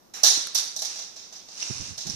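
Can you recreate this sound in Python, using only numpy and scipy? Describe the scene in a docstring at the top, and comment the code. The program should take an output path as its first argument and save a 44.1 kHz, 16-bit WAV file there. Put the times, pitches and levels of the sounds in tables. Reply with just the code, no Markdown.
"""A bare, lively room. A small parrot knocks and clacks on a wooden perch on top of its wire cage,
flaps, and settles its feathers. Each knock rings perch and wires, and the room answers; claws and
beak tick, sliding feathers rustle. The two microphone ports ring near 4 and 6 kHz, and near the end
stirred air buffets the right one."""
import sys
import numpy as np
from scipy import signal
from scipy.io import wavfile
from scipy.ndimage import uniform_filter1d

SR = 44100
rng = np.random.default_rng(int(sys.argv[2]) if len(sys.argv) > 2 else 0)


def output_pcm(signal):
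    """Save a mono or channel-first signal as 16-bit PCM at the path in sys.argv[1].

    Samples are clipped to [-1, 1] before scaling.
    """
    pcm = np.clip(np.atleast_2d(signal).T, -1, 1) * 32767
    wavfile.write(sys.argv[1], SR, np.round(pcm).astype(np.int16))


N = 94815


def amp(db):
    """Decibels to gain."""
    return 10 ** (np.asarray(db) / 20)


def at_hz(points, hz):
    """Interpolate a table on a log-frequency axis."""
    f, value = np.transpose(points)
    return np.interp(np.log(hz + 1), np.log(f + 1), value)


def unit_rms(x):
    """Scale to rms 1."""
    return x / np.sqrt(np.mean(x ** 2) + 1e-20)


def add(mix, start_s, sound):
    """Mix a sound in at start_s."""
    part = mix[:, max(round(start_s * SR), 0):][:, :sound.shape[1]]
    part += sound[:, :part.shape[1]]


def sides(pan_db):
    """Left and right gains, the louder at 1; positive is left."""
    return amp(np.minimum([[pan_db], [-pan_db]], 0))


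def colour(x, points, size=4096):
    """Minimum-phase filter; points: f/Hz, gain/dB."""
    log_gain = np.log(amp(at_hz(points, abs(np.fft.fftfreq(size, 1 / SR)))))
    taps = np.fft.ifft(np.exp(np.conj(signal.hilbert(log_gain)))).real[:size // 2]
    return signal.fftconvolve(x, taps[None], axes=1)[:, :x.shape[1]]


def grains(n, depth=0.12, clump_samples=16):
    """Stereo noise in tiny clumps."""
    clumps = unit_rms(uniform_filter1d(rng.standard_normal((2, n)), clump_samples))
    return unit_rms(rng.standard_normal((2, n)) * np.exp(depth * clumps))


def knocks(snap_decay_s=0.016, clack_db=3, clack_ratio=1.11):
    """Knocks on the perch: a bright snap, the room's answer, ringing wood and cage wires."""
    # t/s, level/dB, below 2.6 kHz/dB, above 10 kHz/dB, perch/dB, cage/dB, tail/dB, clack f/Hz
    hits = [(0.1367, -56, 15, 5.5, -14, 14, 9, 7200), (0.233, -27, 1.5, 1, 5, -3, 6, 3980),
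            (0.5474, -31, 3, 2.5, -11, -5, -1, 4600), (0.7603, -41.5, -7.5, 1, 1, -9, -1.5, 4100),
            (.8180, -38, 3, 0.5, 4.5, -7.5, -3, 4960), (0.956, -52.5, 1.5, -6, 8, 4, 7.5, 4950),
            (.9880, -46.5, 5.5, -5.5, 6, -0.5, -4.5, 5200), (1.1610, -54, 4.5, -7, 8.5, 1, 3, 5040),
            (1.2200, -58.5, 6.5, -23, -1, 1, 2.5, 5130), (1.3231, -55.5, 7, -4.5, 8.5, -2, 5, 4930),
            (1.3620, -58.5, 5, -31, 7.5, -2, -2, 5100), (1.4835, -54.5, 5, -15, 8, -6, -4, 4970),
            (1.9767, -43, 0.5, -5, 0, -5, 0.5, 4000), (2.0680, -45.5, 2, -2.5, 3.5, -1.5, -1.5, 5400)]
    # f/Hz, gain/dB
    knock_eq = [(40, -58), (150, -20), (280, -14.5), (450, -5.5), (900, -2.5), (2300, -0.5), (4500, 3),
                (8000, 2.5), (14000, 6.5)]
    # f/Hz, level/dB, t60/s
    perch_modes = [(506, -5.5, 0.16), (646.7, 0, 0.11), (687, -11.5, 0.42), (774.7, -3.5, 0.21),
                   (865, -10.5, 0.45), (1148, -4, 0.058)]
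    # f/Hz, level/dB, t60/s
    cage_modes = [(781, -9, .7), (1674, -4, .35), (1836, -9, .5), (2923, -3, .4), (3945, -9, .5),
                  (4045, -8, .5), (5302, -9, .5), (5665, -11, .5), (5802, -11, .5), (6250, -11, .5),
                  (7005, -7, .4), (7424, -1, .25), (9927, -4, .3), (12760, -3, .45)]
    out, t = np.zeros((2, N)), np.arange(SR) / SR
    perch = amp(-7.5) * ring(perch_modes, spread_cycles=0.6)
    cage = amp(-9.5) * ring(cage_modes, spread_cycles=0.82)
    for start_s, db, body_db, top_db, perch_db, cage_db, tail_db, hz in hits:
        burst = amp(-10) * grains(SR) * np.exp(-t / snap_decay_s)
        snap = colour(burst, [(6000, 0), (9000, 11)])
        clack = colour(snap + room(tail_db), knock_eq)
        clack = colour(clack, [(hz / clack_ratio, 0), (hz, clack_db), (hz * clack_ratio, 0)])
        clack = colour(clack, [(2600, body_db), (3800, 0), (6500, 0), (10000, top_db)])
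        add(out, start_s, amp(db) * clack)
        add(out, start_s, amp(db) * (amp(perch_db) * perch + amp(cage_db) * cage))
    return out


def ring(modes, spread_cycles, rise_s=0.0016):
    """Damped modes of a struck body; left and right phases differ by up to spread_cycles."""
    t = np.arange(SR * 3 // 4) / SR
    tones = np.zeros((2, len(t)))
    for hz, db, t60_s in modes:
        cycles = hz * t + rng.random() + spread_cycles * rng.random((2, 1))
        tones += amp(db - 60 * t / t60_s) * np.sin(2 * np.pi * cycles)
    return tones * (1 - np.exp(-t / rise_s))


def ticks(overtone_ratio=2.17, overtone_db=-13.5):
    """Hard contacts of claws and beak: a dry click and a short ping."""
    # t/s, level/dB, left-right/dB, ping f/Hz, ping/dB, decay/s
    contacts = [(0.236, -26.5, -12, 5530, 5.5, 0.0014), (.4710, -23.5, 16, 1360, -9, 0.002),
                (.5555, -30.5, -10.5, 5830, -2.5, 0.006), (0.581, -36, -13.5, 3830, -5, .005),
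                (0.7905, -44.5, 1, 3970, 4.5, 0.0066), (.8535, -42, -5, 5400, -3, .002),
                (1.6265, -44.5, -10, 2760, 21, 0.0027), (2.07, -28, -23, 6360, -5, 0.00035),
                (2.0986, -37, -1, 5300, 3, 0.0015)]
    # f/Hz, gain/dB
    click_eq = [(60, -25), (300, -6), (900, -1), (2000, 3.5), (6000, -14), (9500, 5), (14000, -1)]
    out, t = np.zeros((2, N)), np.arange(SR // 10) / SR
    for start_s, db, pan_db, hz, ping_db, decay_s in contacts:
        fade, phase = np.exp(-t / decay_s), 2 * np.pi * hz * t
        click = colour(rng.standard_normal((2, len(t))) * fade, click_eq)
        ping = (np.sin(phase) + amp(overtone_db) * np.sin(overtone_ratio * phase)) * fade
        add(out, start_s, amp(db) * sides(pan_db) * (click + amp(ping_db) * ping))
    return out


def feathers(wet_db=-5.5):
    """Feathers slide over each other in fine grains, heard partly through the room."""
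    # t/s, level/dB
    envelope = [(0, -76.5), (.8, -69), (.9, -45.5), (1.03, -57.5), (1.12, -61.5), (1.45, -66.5),
                (1.54, -54.5), (1.622, -42), (1.70, -45.5), (1.79, -47), (1.891, -47.5), (1.96, -60),
                (2.03, -53.5), (2.15, -48)]
    # f/Hz, gain/dB
    rustle_eq = [(50, -47), (300, 0), (900, 3), (1800, 2.5), (2350, 6), (2750, 10.5), (3300, -1.5),
                 (4000, -1.5), (5000, 2), (6200, -1.5), (8500, 1.5), (10500, -2), (14000, -14)]
    gain = amp(np.interp(np.arange(N) / SR, *np.transpose(envelope)))
    rustle = gain * colour(grains(N, depth=0.24, clump_samples=90), rustle_eq)
    response = unit_rms(room(tail_db=0)) / np.sqrt(SR)
    return rustle + amp(wet_db) * signal.fftconvolve(rustle, response, axes=1)[:, :N]


def air_puffs(rise_s=0.0065):
    """Stirred air hits the microphone in low bumps, mostly on the right."""
    # t/s, level/dB, left-right/dB, decay/s, f/Hz
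    puffs = [(0.37, -33, -5, 0.0032, 345), (1.699, -23.5, -35, 0.0087, 166.6), (1.725, -45, -17, 0.12, 132),
             (1.795, -35, -26, 0.026, 154), (1.878, -37, -18, 0.043, 139), (2.049, -38.5, -20, 0.069, 190),
             (2.090, -31.5, -20, 0.013, 163), (2.132, -41, -24, .04, 137)]
    # multiple of f, gain/dB
    puff_eq = [(.1, -12), (.35, -14.5), (.65, -0.5), (1, -4), (1.6, -8), (3, -28), (8, -38), (28, -58)]
    out, t = np.zeros((2, N)), np.arange(SR // 2) / SR
    for start_s, db, pan_db, decay_s, hz in puffs:
        spectrum = [(multiple * hz, gain_db) for multiple, gain_db in puff_eq]
        rumble = unit_rms(colour(rng.standard_normal((2, len(t))), spectrum))
        envelope = np.minimum(t / rise_s, 1) * np.exp(-np.maximum(t - rise_s, 0) / decay_s)
        add(out, start_s, amp(db) * sides(pan_db) * envelope * rumble)
    return out


def room(tail_db, rise_s=0.036, patch_depth=0.23, frame=256):
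    """Impulse response: wall echoes over a diffuse tail that dies faster in the treble."""
    # f/Hz, t60/s
    reverb_times = [(200, 1), (800, 0.73), (2000, 0.77), (4000, 0.63), (6000, 0.52), (9000, 0.53),
                    (14000, 0.29)]
    # delay/s, level/dB, decay/s
    wall_echoes = [(.003, 1, .006), (.0125, -4, .003), (.031, 1, .004), (.0362, 3, .007), (.048, -2, .006)]
    t = np.arange(SR) / SR
    hz, age_s, bins = signal.stft(grains(SR), SR, nperseg=frame)
    patches = unit_rms(uniform_filter1d(rng.standard_normal(bins.shape), size=8, axis=2))
    loss = np.log(1000) * age_s / at_hz(reverb_times, hz)[:, None]
    tail = signal.istft(bins * np.exp(patch_depth * patches - loss), SR, nperseg=frame)[1][:, :SR]
    power = amp(tail_db - 0.5) ** 2 * (1 - np.exp(-t / rise_s))
    for delay_s, db, decay_s in wall_echoes:
        power += amp(db) ** 2 * (t > delay_s) * np.exp(-abs(t - delay_s) / decay_s)
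    return tail * np.sqrt(power)


def room_air(level_db=-57):
    """Faint steady noise of the room."""
    # f/Hz, gain/dB
    air_eq = [(20, -10), (60, -12.5), (180, -0.5), (350, -2.5), (800, -6), (1500, -13), (3000, -24.5),
              (6000, -39.5), (14000, -12)]
    return amp(level_db) * unit_rms(colour(rng.standard_normal((2, N)), air_eq))


def scene():
    """The bird over the room's air."""
    return room_air() + knocks() + ticks() + feathers() + air_puffs()


def record(dry, clip_level=0.85, cutoff_hz=14750):
    """Each microphone port adds its resonances; then clipping and a low-pass."""
    # f/Hz, left/dB, right/dB
    port_response = [(1060, 2, 1), (2630, -0.5, 1), (3084, 4.5, 3.5), (3714, 13, 14.5), (4780, 14, 14.5),
                     (5090, 16.5, 16.5), (5680, 4, 25), (6270, 16, 21.5), (7400, 2, 8.5), (9850, -2.5, 0),
                     (15000, -8, -6)]
    ports = np.array(port_response)
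    heard = np.vstack([colour(dry[k:k + 1], ports[:, [0, k + 1]]) for k in range(2)])
    lowpass = signal.firwin(255, cutoff_hz, window=("kaiser", 8), fs=SR)
    return signal.oaconvolve(np.clip(heard, -clip_level, clip_level), lowpass[None], "same")


dry = scene()
out = record(dry)
output_pcm(out)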